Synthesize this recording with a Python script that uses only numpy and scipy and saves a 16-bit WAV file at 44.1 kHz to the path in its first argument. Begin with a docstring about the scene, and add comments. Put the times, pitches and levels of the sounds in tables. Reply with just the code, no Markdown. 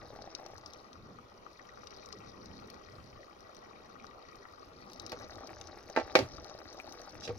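"""Kitchen: a thick sauce simmers in a steel pot, heard by a hand-held microphone pair that swings aside to a plate
and back over the pot. Swarms of damped rings make the bubbling and fizz; single bursts make sharper snaps and plops.
A spatula and a ladle knock the pot (decaying modes, noise cracks, a click and a low thump) and the ladle scrapes
it once (resonant noise). The hand's rumble and rustle and the kitchen hush are filtered noise; sparse decaying
echoes surround pot and knocks."""
import sys
import numpy as np
from scipy import signal
from scipy.io import wavfile
from scipy.ndimage import uniform_filter1d, map_coordinates

SR = 44100
rng = np.random.default_rng(int(sys.argv[2]) if len(sys.argv) > 2 else 0)


def unload_wav(signal):
    """Save mono or channel-first audio to the path in sys.argv[1] as 16-bit WAV at rate SR, clipped to [-1, 1]."""
    wavfile.write(
        sys.argv[1],
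        SR,
        np.round(np.clip(np.atleast_2d(signal).T, -1, 1) * 32767).astype(np.int16),
    )


def magnitude_from_level(level_db):
    """Linear magnitude for a level in decibels (20 dB per decade)."""
    exponent = np.asarray(level_db, float) / 20
    return 10 ** exponent


N = 325458

# Swing of the microphones. Each row: time in seconds, turn away from the pot (0-1).
ASIDE = [(0, 0.12), (.5, 0.26), (1.0, 0.86), (4.5, 0.89), (5.2, 0.39), (5.6, 0.09), (6.3, 0.23), (6.8, 0.3),
         (7.38, 0.1)]
# Port balance turned aside. Each row: frequency in Hz, left over right in dB.
SHADOW = [(60, 42), (200, -13), (500, -5), (1300, 18.5), (2400, 5.5), (4400, 20), (8000, -6.5), (15000, 44)]
# Port balance over the pot. Each row: frequency in Hz, left over right in dB.
FACING = [(60, 45), (180, 2.5), (550, 1.5), (1650, 8), (4970, 7), (15000, -2)]
# Spectrum of the fizz. Each row: frequency in Hz, relative density in dB per Hz.
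FIZZ = [(1650, -32.5), (2800, -7), (3360, -6.5), (3830, 2), (4150, 0.5), (5850, 5.5), (6670, -9),
        (8000, -35), (10200, -16), (14400, -59), (16000, -30)]
# Likeness of the two ports in background noise. Each row: frequency in Hz, left-right likeness (0-1).
ALIKE = [(30, 0.71), (130, 0.78), (400, 1), (1000, 0.064), (4000, 0.021)]


def evened(x):
    """Scales to rms 1."""
    return x / np.sqrt(np.mean(x ** 2) + 1e-20)


def read(points, hz):
    """A spectrum table at the given frequencies, interpolated over log frequency."""
    f, value = np.transpose(points)
    return np.interp(np.log(hz + 1), np.log(f + 1), value)


def curve(rows):
    """A time table at every sample."""
    s, value = np.transpose(rows)
    return np.interp(np.arange(N) / SR, s, value)


def turned_aside():
    """Turn away from the pot at every sample, 0-1."""
    return np.clip(curve(ASIDE), 0, 1)


def coloured(x, points, share=1):
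    """Causal minimum-phase filter with the gain of a spectrum table, its dB scaled by share."""
    db = share * read(points, abs(np.fft.fftfreq(4096, 1 / SR)))
    log_gain = np.log(magnitude_from_level(np.maximum(db, -100)))
    taps = np.fft.ifft(np.exp(np.conj(signal.hilbert(log_gain)))).real[:2048]
    return signal.oaconvolve(x, taps[None] if x.ndim > 1 else taps, axes=-1)[..., :x.shape[-1]]


def add(mix, s, sound, pan_db=0):
    """Mixes a sound in at a time, left over right by pan_db."""
    part = mix[:, round(s * SR):][:, :sound.shape[-1]]
    part += magnitude_from_level([[pan_db / 2], [-pan_db / 2]]) * sound[..., :part.shape[1]]


def burst(hz, cycles, rise):
    """A damped ring whose pitch climbs from hz, as a bubble's does while its cavity opens."""
    turns = np.arange(round(3 * cycles * SR / hz)) * hz / SR
    return np.exp(-turns / cycles * 2) * np.sin(2 * np.pi * turns * (1 + rise * turns / cycles))


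def random_sizes(chance, spread_db):
    """Bursts at random samples, with exponentially spread levels in dB."""
    return magnitude_from_level(spread_db * np.minimum(rng.exponential(1, N), 4)) * (rng.random(N) < chance)


def swarm(lo_hz, hi_hz, per_s, spread_db, cycles, dense, tick, count=28):
    """Clumped bursts of many pitches at random moments over a dense noise bed of tiny ones."""
    clumps = magnitude_from_level(3.0 * evened(uniform_filter1d(rng.standard_normal(N), 1500)))
    out = np.zeros(N)
    for hz in np.geomspace(lo_hz, hi_hz, count):
        sizes = random_sizes(clumps * per_s / count / SR, spread_db)
        bubble = burst(hz, cycles * rng.uniform(1.0, 1.08), 0.05)
        bubble[1] += tick  # the skin tears with a tick across all bands
        out += signal.oaconvolve(sizes, bubble * np.sqrt(hz) / np.linalg.norm(bubble))[:N]
    return evened(evened(out) + dense * rng.standard_normal(N))


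def simmer():
    """Low bubbling rings the air in the pot; the fizz above it is small bursts at the surface."""
    # Strength of the bubbling. Each row: time in seconds, level in dB.
    strength = [(0.0, -55.5), (0.37, -55.5), (0.74, -55), (1.09, -62.5), (1.31, -63.5), (1.93, -56.5),
                (2.67, -56.5), (3.33, -61), (3.62, -59.5), (4.77, -58), (5.22, -49.5), (5.86, -54.5),
                (6.04, -49), (6.49, -51.5), (7.09, -50.5), (7.38, -53.5)]
    # Bubbling turned aside. Each row: frequency in Hz, relative density in dB per Hz.
    bubbling_far = [(88, -45.5), (150, -3.5), (323, -4), (554, 2.5), (948, -9.5), (1270, -4), (1500, -11),
                    (1710, -22.5), (1920, -7), (2150, -15), (2350, -8.5), (2820, -22), (3200, -12),
                    (4160, -65), (7040, -120)]
    # Bubbling over the pot. Each row: frequency in Hz, relative density in dB per Hz.
    bubbling_near = [(88, -48.5), (150, -24), (285, -1.5), (540, -5), (637, -2.5), (1040, -10.5),
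                     (1310, -10.5), (2380, -18), (3200, -26.5), (4160, -71), (7040, -120)]
    mean_db, fizz_db, spits_db = -55.5, -66, -82.5  # fizz and spits: level where the simmer is at mean_db
    fizz_follows = 1.13  # the fizz swings more than the bubbling
    aside, simmer_db = turned_aside(), curve(strength)

    bubbles = swarm(207.5, 2810, 900, 3.73, 4.95, 0.57, 0.39)
    gulps = swarm(244, 2890, 800, 4.43, 2.2, 0.23, 0.13)  # close up, the bubbles are short round pulses
    low = aside * evened(coloured(bubbles, bubbling_far))
    low += (1 - aside) * evened(coloured(gulps, bubbling_near))
    crackle = swarm(3300, 7000, 900, 4.6, 7, .35, .55)
    high = evened(coloured(crackle, FIZZ))
    lively = magnitude_from_level(fizz_follows * (simmer_db - mean_db))
    sauce = magnitude_from_level(simmer_db) * low + magnitude_from_level(fizz_db) * lively * high
    # the housing shadows one port more as it turns away
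    heard = np.array([aside * coloured(sauce, SHADOW, side) + (1 - aside) * coloured(sauce, FACING, side)
                      for side in (.5, -.5)])
    return heard + magnitude_from_level(spits_db) * lively * spits()


def spits():
    """Sparse sharp ticks of skin tearing at random: decaying noise that reaches the top of the treble."""
    per_s, spread_db, decay_s = 51, 2, 0.00088
    sizes = random_sizes(per_s / SR, spread_db)
    swell = signal.lfilter([1], [1, -np.exp(-1 / (decay_s * SR))], sizes)
    noise = rng.standard_normal((2, N))
    return evened(np.gradient(np.gradient(noise, axis=1), axis=1) * swell)


def pops():
    """Bright snaps and round plops of large bubbles; the snap at 5.119 s is a knock's bright click."""
    # Each row: start in seconds, nominal level in dB, starting pitch in Hz, relative edge level in dB.
    snap_rows = [(0.2214, -44, 4760, -41), (0.35, -34.5, 4570, -49), (0.4626, -43.5, 4770, -18),
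                 (0.58, -47, 5770, -17), (0.6608, -40, 5000, -42), (0.7347, -45.5, 5900, -15),
                 (0.9306, -48.5, 3680, -44), (1.8714, -41, 5100, -46), (1.907, -48, 4270, -37),
                 (2.0593, -44, 6000, -32), (2.088, -51, 4950, -12), (2.1264, -39.5, 5180, -39),
                 (2.4584, -47.5, 5850, -40), (2.701, -45.5, 4470, -8.5), (2.7427, -51, 4280, -30),
                 (3.406, -55, 5760, -11), (3.5476, -54.5, 3660, -8), (3.5669, -48.5, 5800, -30),
                 (4.067, -49, 4530, -40), (4.356, -52, 4700, -32), (4.8995, -50, 5390, -25),
                 (4.933, -42.5, 5230, -12), (4.998, -37, 5930, -24), (5.064, -38, 5960, -24),
                 (5.0955, -44, 4560, -15), (5.119, -41.5, 4470, -8), (5.356, -46.5, 5150, -28),
                 (5.473, -46, 4670, -13), (5.6123, -40, 5300, -34), (5.6717, -43, 5470, -42),
                 (5.8997, -46, 6440, -23), (6.369, -46.5, 4900, -37), (6.4446, -45, 4560, -17),
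                 (6.497, -46, 5770, -37), (6.7285, -47, 5570, -32), (6.923, -44.5, 5830, -13),
                 (7.016, -45.5, 5930, -16), (7.208, -46, 5900, -24)]
    # Each row: start in seconds, nominal level in dB, starting pitch in Hz.
    plop_rows = [(0.048, -41.5, 470), (0.104, -37.5, 546), (0.133, -38.5, 494), (0.162, -37.5, 689),
                 (0.189, -37.5, 790), (0.219, -39, 656), (0.242, -39, 651), (0.262, -47, 535),
                 (0.275, -35.5, 690), (0.39, -41, 1010), (0.398, -37, 690), (0.432, -40, 656),
                 (0.463, -36.5, 665), (0.501, -42, 623), (0.535, -37.5, 655),  (1.187, -43, 1240),
                 (1.465, -40.5, 1240), (1.595, -42.5, 1890), (1.692, -46, 1890), (1.774, -43, 1330),
                 (1.834, -43.5, 1270), (2.125, -49, 1250), (2.984, -45.5, 1230), (3.231, -47, 1870),
                 (3.71, -48, 1100), (3.955, -45.5, 1250), (3.999, -43.5, 2340), (4.044, -39, 1270),
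                 (4.453, -45, 1300), (4.454, -45, 1850), (5.242, -38.5, 596), (5.409, -36, 650),
                 (5.899, -34, 617), (6.383, -37.5, 1250), (6.456, -39, 716), (6.495, -39, 545),
                 (6.55, -35.5, 624), (6.746, -38, 568), (6.8, -32.5, 2390), (7.0, -37.5, 651)]
    snaps_left_db = 15.5
    out = np.zeros((2, N))
    t = np.arange(400) / SR
    swell = (1 - np.exp(-t / .0005)) * np.exp(-t / .0011)
    for s, db, hz, edge_db in snap_rows:
        spray, edge = rng.standard_normal((2, 400))
        spray = coloured(coloured(spray * swell, FIZZ), [(6500, 7.5), (9000, -6.5)])
        snap = magnitude_from_level(1) * spray / abs(spray).max()
        snap += magnitude_from_level(edge_db + 7.5) * np.gradient(np.gradient(edge)) * swell
        add(out, s, magnitude_from_level(db) * burst(hz, 7, .02), snaps_left_db)
        add(out, s, magnitude_from_level(db) * snap, snaps_left_db)
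    turn = turned_aside()
    for s, db, hz in plop_rows:
        aside = turn[round(s * SR)]
        pan_db = aside * read(SHADOW, hz) + (1 - aside) * read(FACING, hz)
        add(out, s, magnitude_from_level(db) * burst(hz, 0.74 + hz / 300, 0.02), pan_db)
        splash = burst(2.3 * hz, 1.9, 0.092) * (1 - aside)  # heard close up
        add(out, s, magnitude_from_level(db - 8) * splash, pan_db)
    return out


def ring(modes, t):
    """Dying modes, excited a little differently by each blow; high ones reach the ports out of step."""
    hz, db, t60 = np.transpose(modes)[:, :, None]
    size, pitch, start, step = rng.standard_normal((4, len(modes), 1))
    phase = 2 * np.pi * hz * (1 + .006 * pitch) * t + .45 * start
    skew = step * np.minimum((hz / 2400) ** 2, 1.2)
    sound = magnitude_from_level(db + size - 60 * t / t60) * np.sin([phase + skew, phase - skew])
    return sound.sum(1) / np.linalg.norm(magnitude_from_level(db)) * (1 - np.exp(-t / 0.00025))


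def knocks():
    """Each blow rings pot and utensil, duller the longer the contact, and cracks; soft bumps ring a hollow."""
    # Each row: start in seconds, nominal pot, utensil and crack levels in dB, contact time in ms.
    blows = [(5.119, -53, -39, -42, 0.22), (5.128, -31, -34, -46, 1.2), (5.963, -15.5, -58, -34.5, 0.19),
             (5.974, -9.5, -26, -38, 0.76), (5.986, -23, -23, -43.5, 0.56), (5.998, -25.5, -31, -42, 0.55),
             (6.012, -26, -40, -51, 0.65), (6.153, -18, -11.5, -17.5, 0.09), (6.1588, -28, -14, -48, 0.48),
             (6.168, -21, -24, -31, 0.17), (6.189, -25, -18.5, -27, 0.83), (6.196, -30, -17, -53, 2.8),
             (6.207, -19, -22, -60, 1.9), (6.222, -36, -27, -59, 4.3), (7.276, -49, -48, -38.5, .5),
             (7.292, -36, -30, -48, 0.7)]
    # Soft bumps sounding only the utensil's hollow. Each row: start in seconds, nominal level in dB.
    bumps = [(5.128, -36), (5.142, -40), (7.277, -37), (7.292, -27), (7.3005, -32), (7.309, -35),
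             (7.331, -38)]
    # Modes of the hollow, pot and utensil. Each row: frequency in Hz, relative level in dB, t60 in seconds.
    hollow_modes = [(470, 0, .08), (100, -12, .2), (960, -16, .03)]
    pot_modes = [(287, -6.5, 0.061), (349, -7, 0.047), (473, 1.5, 0.094), (562, 4, 0.063), (645, 5, 0.07),
                 (772, 3, 0.06), (869, 10.5, 0.05), (1104, 1, 0.083), (1352, 5.5, 0.076), (1590, 13, 0.022),
                 (1760, 8.5, 0.028), (2000, 2, 0.098), (2010, -0.5, .05), (2310, -4, 0.098),
                 (2490, 12, 0.014), (2830, -0.5, 0.049), (4000, -11, 0.13)]
    utensil_modes = [(209, -20, 0.23), (281, -5.5, 0.057), (310, -13, 0.092), (385, 3.5, 0.062),
                     (522.6, 8, 0.063), (619, -1, 0.11), (742, 5.5, 0.034), (1470, -13.5, 0.076),
                     (2225, -2, 0.07), (2460, 6, 0.026), (4710, -10, 0.056)]
    # Balance of the blows before weighting per port. 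Each row: frequency in Hz, left over right in dB.
    balance = [(125, -3), (500, -4.5), (2000, -1), (4000, -1.3), (8000, 3), (12000, -3.5)]
    crack_side = 0.84  # noise opposed between the ports, relative to the common noise
    crack_colour = [(150, -11), (600, 1), (2400, 6.5), (3200, 1.0), (4800, 3.5), (6300, -4.0),
                    (8000, -19.5), (11000, -24.0), (16000, -37)]
    rattle_colour = [(150, -41), (300, -6), (900, -19), (2500, -30)]
    out, t = np.zeros((2, N)), np.arange(SR // 4) / SR
    for s, pot_db, utensil_db, crack_db, contact_ms in blows:
        crack = np.array([[1, crack_side], [1, -crack_side]]) @ rng.standard_normal((2, len(t)))
        crack = coloured(crack * (np.exp(-t / 0.0043) + 0.26 * np.exp(-t / 0.028)), crack_colour)
        body = magnitude_from_level(pot_db) * ring(pot_modes, t) + magnitude_from_level(utensil_db) * ring(utensil_modes, t)
        rattle = coloured(rng.standard_normal(len(t)), rattle_colour) * np.exp(-t / 0.028)  # loose parts
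        body += magnitude_from_level(utensil_db - 2) * rattle
        soft = np.exp(-2 * np.pi / (max(contact_ms, .05) * SR / 1000))
        for _ in range(2):
            body = signal.lfilter([1 - soft], [1, -soft], body)
        body = coloured(body, [(20, -40), (140, -20), (260, 0), (16000, 0)])  # too small to push deep bass
        left, right = body + magnitude_from_level(crack_db) * crack
        add(out, s, np.array([coloured(left, balance, 0.35), coloured(right, balance, -0.63)]))
    for s, db in bumps:
        add(out, s, magnitude_from_level(db) * ring(hollow_modes, t) * (1 - np.exp(-t / 0.0018)))
    return out


def scrape():
    """The ladle sticks and slips: patchy noise through resonances squeals in one short stroke."""
    # Resonances of the squeal. Each row: frequency in Hz, width in Hz, relative level in dB.
    resonances = [(2750, 250, -8), (3500, 200, -6), (3900, 150, -2), (4850, 200, -1), (5500, 400, 0)]
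    loudest_s, rise_s, fall_s, level_db = 7.25, 0.015, 0.012, -40
    stick_slip = magnitude_from_level(3 * evened(uniform_filter1d(rng.standard_normal(N), size=60)))
    rub = rng.standard_normal((2, N)) * stick_slip
    squeal = sum(magnitude_from_level(db) * evened(signal.lfilter(*signal.iirpeak(hz, hz / width, SR), rub))
                 for hz, width, db in resonances)
    squeal = coloured(squeal, [(1500, -25), (2600, -8), (6200, -7.5), (8000, -17), (16000, -22)])
    late = np.arange(N) / SR - loudest_s
    stroke = np.exp(-abs(late) / np.where(late < 0, rise_s, fall_s))
    return magnitude_from_level(level_db) * stroke * evened(squeal)


def kitchen(x):
    """Sparse echoes of random sign from pot walls and room, each band dying at its own speed."""
    # Each row: frequency in Hz, t60 in seconds.
    decay = [(100, 0.1), (500, 0.066), (2000, 0.045), (6000, 0.03), (14000, 0.039)]
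    taps = np.zeros((2, SR // 2))
    at = np.arange(60, SR // 2 - 20, 20)
    at = at + rng.integers(0, 20, (2, len(at)))
    np.put_along_axis(taps, at, rng.choice([-1., 1.], at.shape), 1)
    hz, t, z = signal.stft(taps, SR, nperseg=256)
    tail = signal.istft(z * magnitude_from_level(-60 * t / read(decay, hz)[:, None]), SR, nperseg=256)[1]
    return signal.oaconvolve(x, tail / np.linalg.norm(tail[0]), axes=1)[:, :N]


def ports(x):
    """Turned aside, the right port hears the pot later."""
    lag_s = 0.000418
    late = np.arange(N) - turned_aside() * lag_s * SR
    return np.array([x[0], map_coordinates(x[1], [late], order=3, mode="nearest")])


def air(points, alike, patchy_db):
    """Two partly alike noises whose level drifts in patches over time and frequency."""
    frames, hz = N // 256 + 5, np.fft.rfftfreq(1024, 1 / SR)
    a, b, c, d, patches = rng.standard_normal((frames, 513, 5)).T
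    patches = evened(uniform_filter1d(uniform_filter1d(patches, 8, 0), 12, 1))
    same, left = np.clip(read(alike, hz), -1, 1)[:, None], a + 1j * b
    z = np.array([left, same * left + np.sqrt(1 - same ** 2) * (c + 1j * d)])
    z *= magnitude_from_level(read(points, hz)[:, None] + patchy_db * patches)
    return evened(signal.istft(z, nperseg=1024, noverlap=768)[1][:, :N])


def hand():
    """Grip shifts rumble and rustle; low thrums swell through, the one at 6.22 s being a knock's deep thump."""
    # Grip shifts. Each row: middle in seconds, 1/e half length in seconds, rumble and rustle levels in dB.
    moves = [(0, 0.17, -56, -65), (1.047, 0.15, -70, -56.5), (2.422, 0.26, -63, -59), (2.6, 0.16, -91, -62),
             (3.076, 0.08, -60, -72), (3.935, 0.29, -98, -68.5), (4.817, 0.18, -98, -59.5),
             (5.463, 0.4, -66.5, -68), (6.255, 0.15, -53, -64), (7.37, 0.26, -65, -56)]
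    # Thrums, the last a knock's thump. Each row: middle in s, 1/e half length in s, level in dB, frequency in Hz.
    thrums = [(2.227, 0.065, -58, 108), (2.987, .1, -54, 117), (6.221, 0.039, -41, 112)]
    # Spectra. Each row: frequency in Hz, relative density in dB per Hz.
    rumble_colour = [(20, -19), (45, -10.5), (68, 6.5), (84, 4), (102, -17), (135, -18), (200, -38),
                     (600, -100)]
    rustle_colour = [(80, -51), (130, -7.5), (200, 7), (350, -0.5), (550, -3.5), (1500, -100)]
    still_rumble_db, still_rustle_db, thrum_width_hz = -66, -73.5, 31
    t = np.arange(N) / SR
    s, half_s, rumble_db, rustle_db = np.transpose(moves)[:, :, None]
    swell = np.exp(-((t - s) / half_s) ** 2)
    rumble = magnitude_from_level(still_rumble_db) + (magnitude_from_level(rumble_db) * swell).sum(0)
    rustle = magnitude_from_level(still_rustle_db) + (magnitude_from_level(rustle_db) * swell).sum(0)
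    thrum = np.zeros(N)
    for s, half_s, db, hz in thrums:
        resonance = signal.iirpeak(hz, hz / thrum_width_hz, SR)
        tone = evened(signal.lfilter(*resonance, rng.standard_normal(N)))
        thrum += magnitude_from_level(db) * np.exp(-((t - s) / half_s) ** 2) * tone
    return thrum + rumble * air(rumble_colour, ALIKE, 3.4) + rustle * air(rustle_colour, ALIKE, 2.0)


def hush():
    """The kitchen's quiet background: patchy noise, alike in the bass and nearly separate in the treble."""
    # Each row: frequency in Hz, relative density in dB per Hz.
    colour = [(12, -11), (20, -1), (277, -10.5), (399, -0.5), (897, -6), (1220, -5), (1710, -16),
              (1960, -17), (3440, -20.5), (5680, -26), (6700, -27), (7600, -43.5), (10200, -35),
              (16000, -41)]
    level_db = -58.5
    return magnitude_from_level(level_db) * air(colour, ALIKE, 2.73)


def scene():
    """Sauce, knocks and scrape with their echoes, over hand rumble and hush."""
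    sauce, hits = simmer() + pops(), knocks() + scrape()
    wet = kitchen(magnitude_from_level(-7.5) * sauce + magnitude_from_level(-11) * hits)
    return ports(sauce + hits) + wet + hand() + hush()


def roll_off(x):
    """The treble ends steeply here."""
    return signal.sosfilt(signal.butter(12, 15900, fs=SR, output="sos"), x)


def record(dry):
    """Returns the finished mix as stored."""
    return roll_off(dry)


dry = scene()
out = record(dry)
unload_wav(out)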